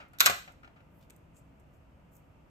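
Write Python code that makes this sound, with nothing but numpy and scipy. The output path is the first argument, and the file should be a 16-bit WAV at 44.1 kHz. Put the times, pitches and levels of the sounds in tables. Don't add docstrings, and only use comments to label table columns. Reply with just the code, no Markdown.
import sys
import numpy as np
from scipy import signal
from scipy.fft import rfft, irfft, next_fast_len
from scipy.io import wavfile
from scipy.ndimage import map_coordinates

SR = 44100
rng = np.random.default_rng(int(sys.argv[2]) if len(sys.argv) > 2 else 0)


def store_wav(level_fs):
    pcm = np.round(np.clip(np.atleast_2d(level_fs), -1, 1) * 32767)
    wavfile.write(sys.argv[1], SR, pcm.T.astype(np.int16))


N = 110250
ATTACK_S, BODY_ATTACK_S = 0.00038, 0.00055


def amp(db):
    return 10 ** (np.asarray(db) / 20)


def unit_rms(x):
    return x / np.sqrt(np.mean(x ** 2) + 1e-20)


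def along(points, hz):
    freqs, values = np.transpose(points)
    return np.interp(np.log(hz + 1), np.log(freqs + 1), values)


def filtered(x, response):
    n = x.shape[-1]
    size = next_fast_len(n + 8192)
    return irfft(rfft(x, size) * response(np.fft.rfftfreq(size, 1 / SR)), size)[..., :n]


def high_pass(x, hz):
    return signal.sosfilt(signal.butter(2, min(hz, SR / 3), "high", fs=SR, output="sos"), x)


def wobble(knots_per_s):
    return map_coordinates(rng.standard_normal(N // 20), [np.arange(N) * knots_per_s / SR], mode="wrap")


def add(track, start_s, sound):
    i = max(0, round(start_s * SR))
    track[:, i:i + sound.shape[-1]] += sound[..., :N - i]


def noise(spectrum, coherence, n):
    def response(hz):
        angle = np.arccos(np.clip(along(coherence, hz), -1, 1)) / 2
        return amp(along(spectrum, hz)) * [np.cos(angle), np.sin(angle)]
    mid, side = filtered(rng.standard_normal((2, n)), response)
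    return unit_rms(np.array([mid + side, mid - side]))


def mode(hz, t60, attack_s):
    t = np.arange(SR // 4) / SR
    return np.sin(2 * np.pi * hz * t) * np.exp(-np.log(1000) * t / t60) * (1 - np.exp(-t / attack_s))


# (frequency [Hz], level [dB])
NEAR_PAN = [(100, 1), (350, 2.5), (750, 6), (1500, 3), (3000, 0.3), (5500, -2.5), (13000, 0)]
# (frequency [Hz], phase [rad])
NEAR_LEAD = [(150, .05), (350, 1), (750, 1.6), (1500, 2.9), (3000, 2.3), (4500, 1.4), (6200, 0)]
def ports(hz):
    half = np.array([[.5], [-.5]])
    return amp(half * along(NEAR_PAN, hz)) * np.exp(1j * half * along(NEAR_LEAD, hz))


# (frequency [Hz], coherence [0 to 1])
NEAR_COHERENCE = [(150, .7), (700, .9), (1500, .7), (3000, .65), (5500, .5), (8000, .85), (10000, .96)]
def contact(spectrum, t60, attack_s):
    t = np.arange(SR // 4) / SR
    envelope = amp(-60 * t / t60) * (1 - np.exp(-t / attack_s))
    burst = filtered(noise(spectrum, NEAR_COHERENCE, len(t)), ports) * envelope
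    return unit_rms(burst) * np.sqrt(np.mean(envelope ** 2))


# (frequency [Hz], relative level [dB])
RUMBLE_SPECTRUM = [(15, -34), (25, -13), (64, -5), (161, -6.5), (384, -19), (641, -16), (775, -21.5),
                   (936, -18.5), (1100, -26), (1190, -21.5), (1790, -31), (2690, -29.5), (3820, -44),
                   (8360, -47.5), (13500, -50), (16000, -58)]
# (frequency [Hz], coherence [0 to 1])
RUMBLE_COHERENCE = [(60, 0.9), (200, 0.75), (400, .45), (900, .05), (6000, 0.1), (10000, .9)]
# (frequency [Hz], level [dB])
HUM_TONES = [(64.6, -69.5), (157, -72.5), (274.5, -73.5), (328.4, -81)]
def ventilation(rumble_db=-59.5):
    t = np.arange(N) / SR
    hum = sum(amp(db) * np.sqrt(2) * np.sin(2 * np.pi * hz * t + 0.63 * wobble(18))
              for hz, db in HUM_TONES)
    return amp(rumble_db) * noise(RUMBLE_SPECTRUM, RUMBLE_COHERENCE, N) + hum


# (time [s], level [dB], T60 [s])
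KNOCKS = [(0.0, -44.5, 0.16), (0.132, -54.5, 0.2), (0.476, -43, 0.085), (0.631, -47, 0.061),
          (0.644, -46.5, 0.066), (0.675, -45.5, 0.031), (0.76, -58, 0.18), (0.803, -55.5, 0.047)]
# (frequency [Hz], relative level [dB])
KNOCK_SPECTRUM = [(100, -19), (400, -12), (680, -0.5), (1050, -9), (1370, 4.5), (1700, -6), (2400, -4.5),
                  (3500, -17), (7000, -30), (15000, -45)]
def loose_jaw():
    out = np.zeros((2, N))
    for start, db, t60 in KNOCKS:
        add(out, start, amp(db) * contact(KNOCK_SPECTRUM, t60, attack_s=0.0022))
    return out


# (time [s], level [dB], T60 [s], low cutoff [Hz])
TICKS = [(0.083, -66, 0.035, 8000), (0.133, -61, 0.04, 2000), (0.52, -61.5, 0.04, 3960),
         (1.0985, -52, 0.035, 1400), (1.104, -46, 0.017, 1610), (1.163, -51.5, 0.015, 7100),
         (1.366, -58, 0.032, 2507), (1.597, -67.5, 0.07, 5000)]
# (frequency [Hz], relative level [dB])
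TICK_SPECTRUM = [(500, -11), (1500, 2.5), (3300, -2), (5000, -9), (8200, 1), (10000, -6), (13000, -4),
                 (16000, -13)]
def cable_ticks():
    out = np.zeros((2, N))
    ring = amp(-20) * mode(hz=2630, t60=.12, attack_s=ATTACK_S)
    for start, db, t60, cutoff_hz in TICKS:
        tick = contact(TICK_SPECTRUM, t60, ATTACK_S) + ring
        add(out, start, amp(db) * high_pass(tick, cutoff_hz))
    return out


# (frequency [Hz], relative level [dB])
STAPLE_SPECTRUM = [(100, -50), (400, -29), (1200, -12.5), (2200, -1.5), (3000, -3.5), (3900, 6.5),
                   (5000, -4.5), (6500, -1.5), (9000, -7), (11200, -7.5), (12300, 2.5), (13500, -9),
                   (16000, -13.5)]
CUTTER_SPECTRUM = [(300, -29.5), (1200, -9), (2400, 0.5), (3500, -0.5), (5500, -3), (7500, -0.5),
                   (9000, -7), (12500, -6), (16000, -13)]
def crack(cutter_share, t60):
    hz = np.geomspace(200, 16000, num=128)
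    db = (1 - cutter_share) * along(STAPLE_SPECTRUM, hz) + cutter_share * along(CUTTER_SPECTRUM, hz)
    return high_pass(contact(np.transpose([hz, db]), t60, ATTACK_S), hz=600)


# (frequency [Hz], level [dB], T60 [s])
HANDLE_MODES = [(160, -19, .09), (238, -18.5, 0.089), (429, -11, .025), (580, -4, .025), (713, -0.5, .028),
                (1090, -2, 0.032)]
def handle_thud():
    modes = sum(amp(db) * mode(hz, t60, BODY_ATTACK_S) for hz, db, t60 in HANDLE_MODES)
    return high_pass(filtered(modes, ports), hz=175)


# (frequency [Hz], level from staple [dB], level from cutter [dB], T60 [s])
JAW_MODES = [(646, -17, -14, .14), (720, -14, -5, .15), (1048, -14, -5, .16), (1125, -11, -2, .14),
             (1220, -6, -3, .11), (1345, -7, -5, .19), (1470, 0, -7, .09), (1530, -5, -3, .14),
             (1997, -12, -6, .15), (2438, -10, 4, .12), (2900, -3, -9, .07), (3988, 1, -8, .08),
             (5565, -16, -8, .11), (6262, -8, -13, .11), (6545, -12, -14, .12), (7148, -14, -12, .15),
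             (12410, -4, -14, .07)]
def jaw_ring(cutter_share):
    t = np.arange(SR // 4) / SR
    hz, staple_db, cutter_db, t60 = np.transpose(JAW_MODES)
    strength = amp((1 - cutter_share) * staple_db + cutter_share * cutter_db)
    strike = strength * np.exp(2j * np.pi * rng.random(len(hz)))
    modes = np.exp((2j * np.pi * hz - np.log(1000) / t60)[:, None] * t)
    return ((ports(hz) * strike) @ modes).real * (1 - np.exp(-t / ATTACK_S))


# (time [s], crack level [dB], crack T60 [s], cutter share [0 to 1], steel level [dB], thud level [dB])
BLOWS = [(0.186, -39, 0.02, 0, -56, -76), (0.1966, -36, 0.11, 0.07, -45, -62),
         (0.2046, -1.5, 0.0081, 0.06, -25, -44), (0.2057, -15.5, .022, 0.03, -21.5, -42),
         (0.209, -12.5, .026, 0.15, -16.5, -39), (0.235, -42, 0.05, 0.3, -45, -34.5),
         (0.2553, -23, 0.05, 0.8, -44, -48), (0.2598, -10, .03, 0.88, -16.5, -24.5),
         (0.2648, -16, .036, 0.73, -16.5, -32), (0.2714, -32, .035, 0.7, -16, -27),
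         (0.2974, -27.5, 0.044, 0.6, -32, -20.5), (0.312, -34.5, 0.028, 1, -34, -38.5)]
# (frequency [Hz], relative level [dB])
CLANK_SPECTRUM = [(200, -36), (600, -21), (950, -20.5), (1120, -5), (1480, 1), (1800, -7), (2500, -9.5),
                  (4000, -22.5), (9000, -42.5)]
def tool_snaps(ring_db=-14.5):
    out = np.zeros((2, N))
    thud = handle_thud()
    for start, crack_db, t60, cutter_share, steel_db, thud_db in BLOWS:
        blow = amp(crack_db) * crack(cutter_share, t60) + amp(thud_db) * thud
        clank = contact(CLANK_SPECTRUM, t60=0.039, attack_s=BODY_ATTACK_S)
        steel = amp(steel_db) * (clank + amp(ring_db) * jaw_ring(cutter_share))
        add(out, start, workshop(blow + steel))
    return out


# (time [s], level [dB])
BUMPS = [(0.276, -43), (0.289, -44), (0.325, -49)]
def handle_bumps():
    out = np.zeros((2, N))
    for start, db in BUMPS:
        add(out, start, amp(db) * mode(hz=82.5, t60=.12, attack_s=.008))
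    return out


# (centre time [s], half width [s], level [dB], low edge [Hz], slope above the edge [dB/octave])
SLIDES = [(0.99, .045, -73.5, 10040, -1), (1.023, .018, -73, 2804, -7), (1.377, 0.018, -67.5, 7400, -15),
          (1.745, .025, -80, 7000, -2), (2.138, 0.014, -68, 7000, 2), (2.167, .016, -64, 6400, 3)]
def cable_slides(roughness_db=2.5):
    out, t = np.zeros((2, N)), np.arange(N) / SR
    grip = unit_rms(amp(roughness_db * wobble(210)))
    for centre, half_width, db, edge_hz, slope in SLIDES:
        spectrum = [(edge_hz / 2, -30), (edge_hz, 0), (edge_hz * 4, 2 * slope)]
        swell = np.exp(-.5 * ((t - centre) / half_width) ** 2)
        out += amp(db) * swell * grip * noise(spectrum, NEAR_COHERENCE, N)
    return out


# (frequency [Hz], coherence [-1 to 1])
ROOM_COHERENCE = [(160, .92), (350, .5), (750, .2), (1500, -.35), (3000, -.1), (5500, .1), (8000, .65),
                  (10000, .92)]
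# (frequency [Hz], T60 [s])
ROOM_T60 = [(100, 0.32), (650, 0.26), (1400, 0.32), (4000, 0.38), (8000, .37), (14000, 0.32)]
# (frequency [Hz], gain [dB])
ROOM_COLOUR = [(100, 0.5), (700, -0.5), (1400, 0), (3000, -1.5), (7000, -5), (13000, -5.5)]
def workshop(direct, tail_db=-6, delay_s=0.0021, build_s=0.0017):
    n = SR // 2
    white = noise([(100, 0.0014), (10000, 0.00045)], ROOM_COHERENCE, n)
    hz, t, bands = signal.stft(white, SR, nperseg=256)
    decay = np.exp(-np.log(1000) * t / along(ROOM_T60, hz)[:, None])
    tail = signal.istft(bands * decay, SR, nperseg=256)[1][:, :n]
    tail *= 1 - np.exp(-np.maximum(np.arange(n) / SR - delay_s, 0) / build_s)
    tail = filtered(tail / np.linalg.norm(tail[0]), lambda hz: amp(along(ROOM_COLOUR, hz)))
    reverberation = signal.fftconvolve(direct[:1], tail, axes=1)
    return np.pad(direct, ((0, 0), (0, n - 1))) + amp(tail_db) * reverberation


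def scene():
    tool = tool_snaps() + handle_bumps()
    handling = cable_slides() + cable_ticks() + loose_jaw()
    return tool + workshop(handling)[:, :N] + ventilation()


# (frequency [Hz], phase [rad])
PORT_PHASE = [(6800, 0), (8400, -1.4), (10050, -3.14), (13000, -6.28), (15800, -9.3)]
def record(dry, ceiling=.85, top_hz=15750):
    shifted = filtered(dry, lambda hz: np.exp(1j * np.array([[.5], [-.5]]) * along(PORT_PHASE, hz)))
    rounded = shifted / (1 + (shifted / ceiling) ** 6) ** (1 / 6)
    return filtered(rounded, lambda hz: 1 / np.sqrt(1 + (hz / top_hz) ** 160))


dry = scene()
out = record(dry)
store_wav(out)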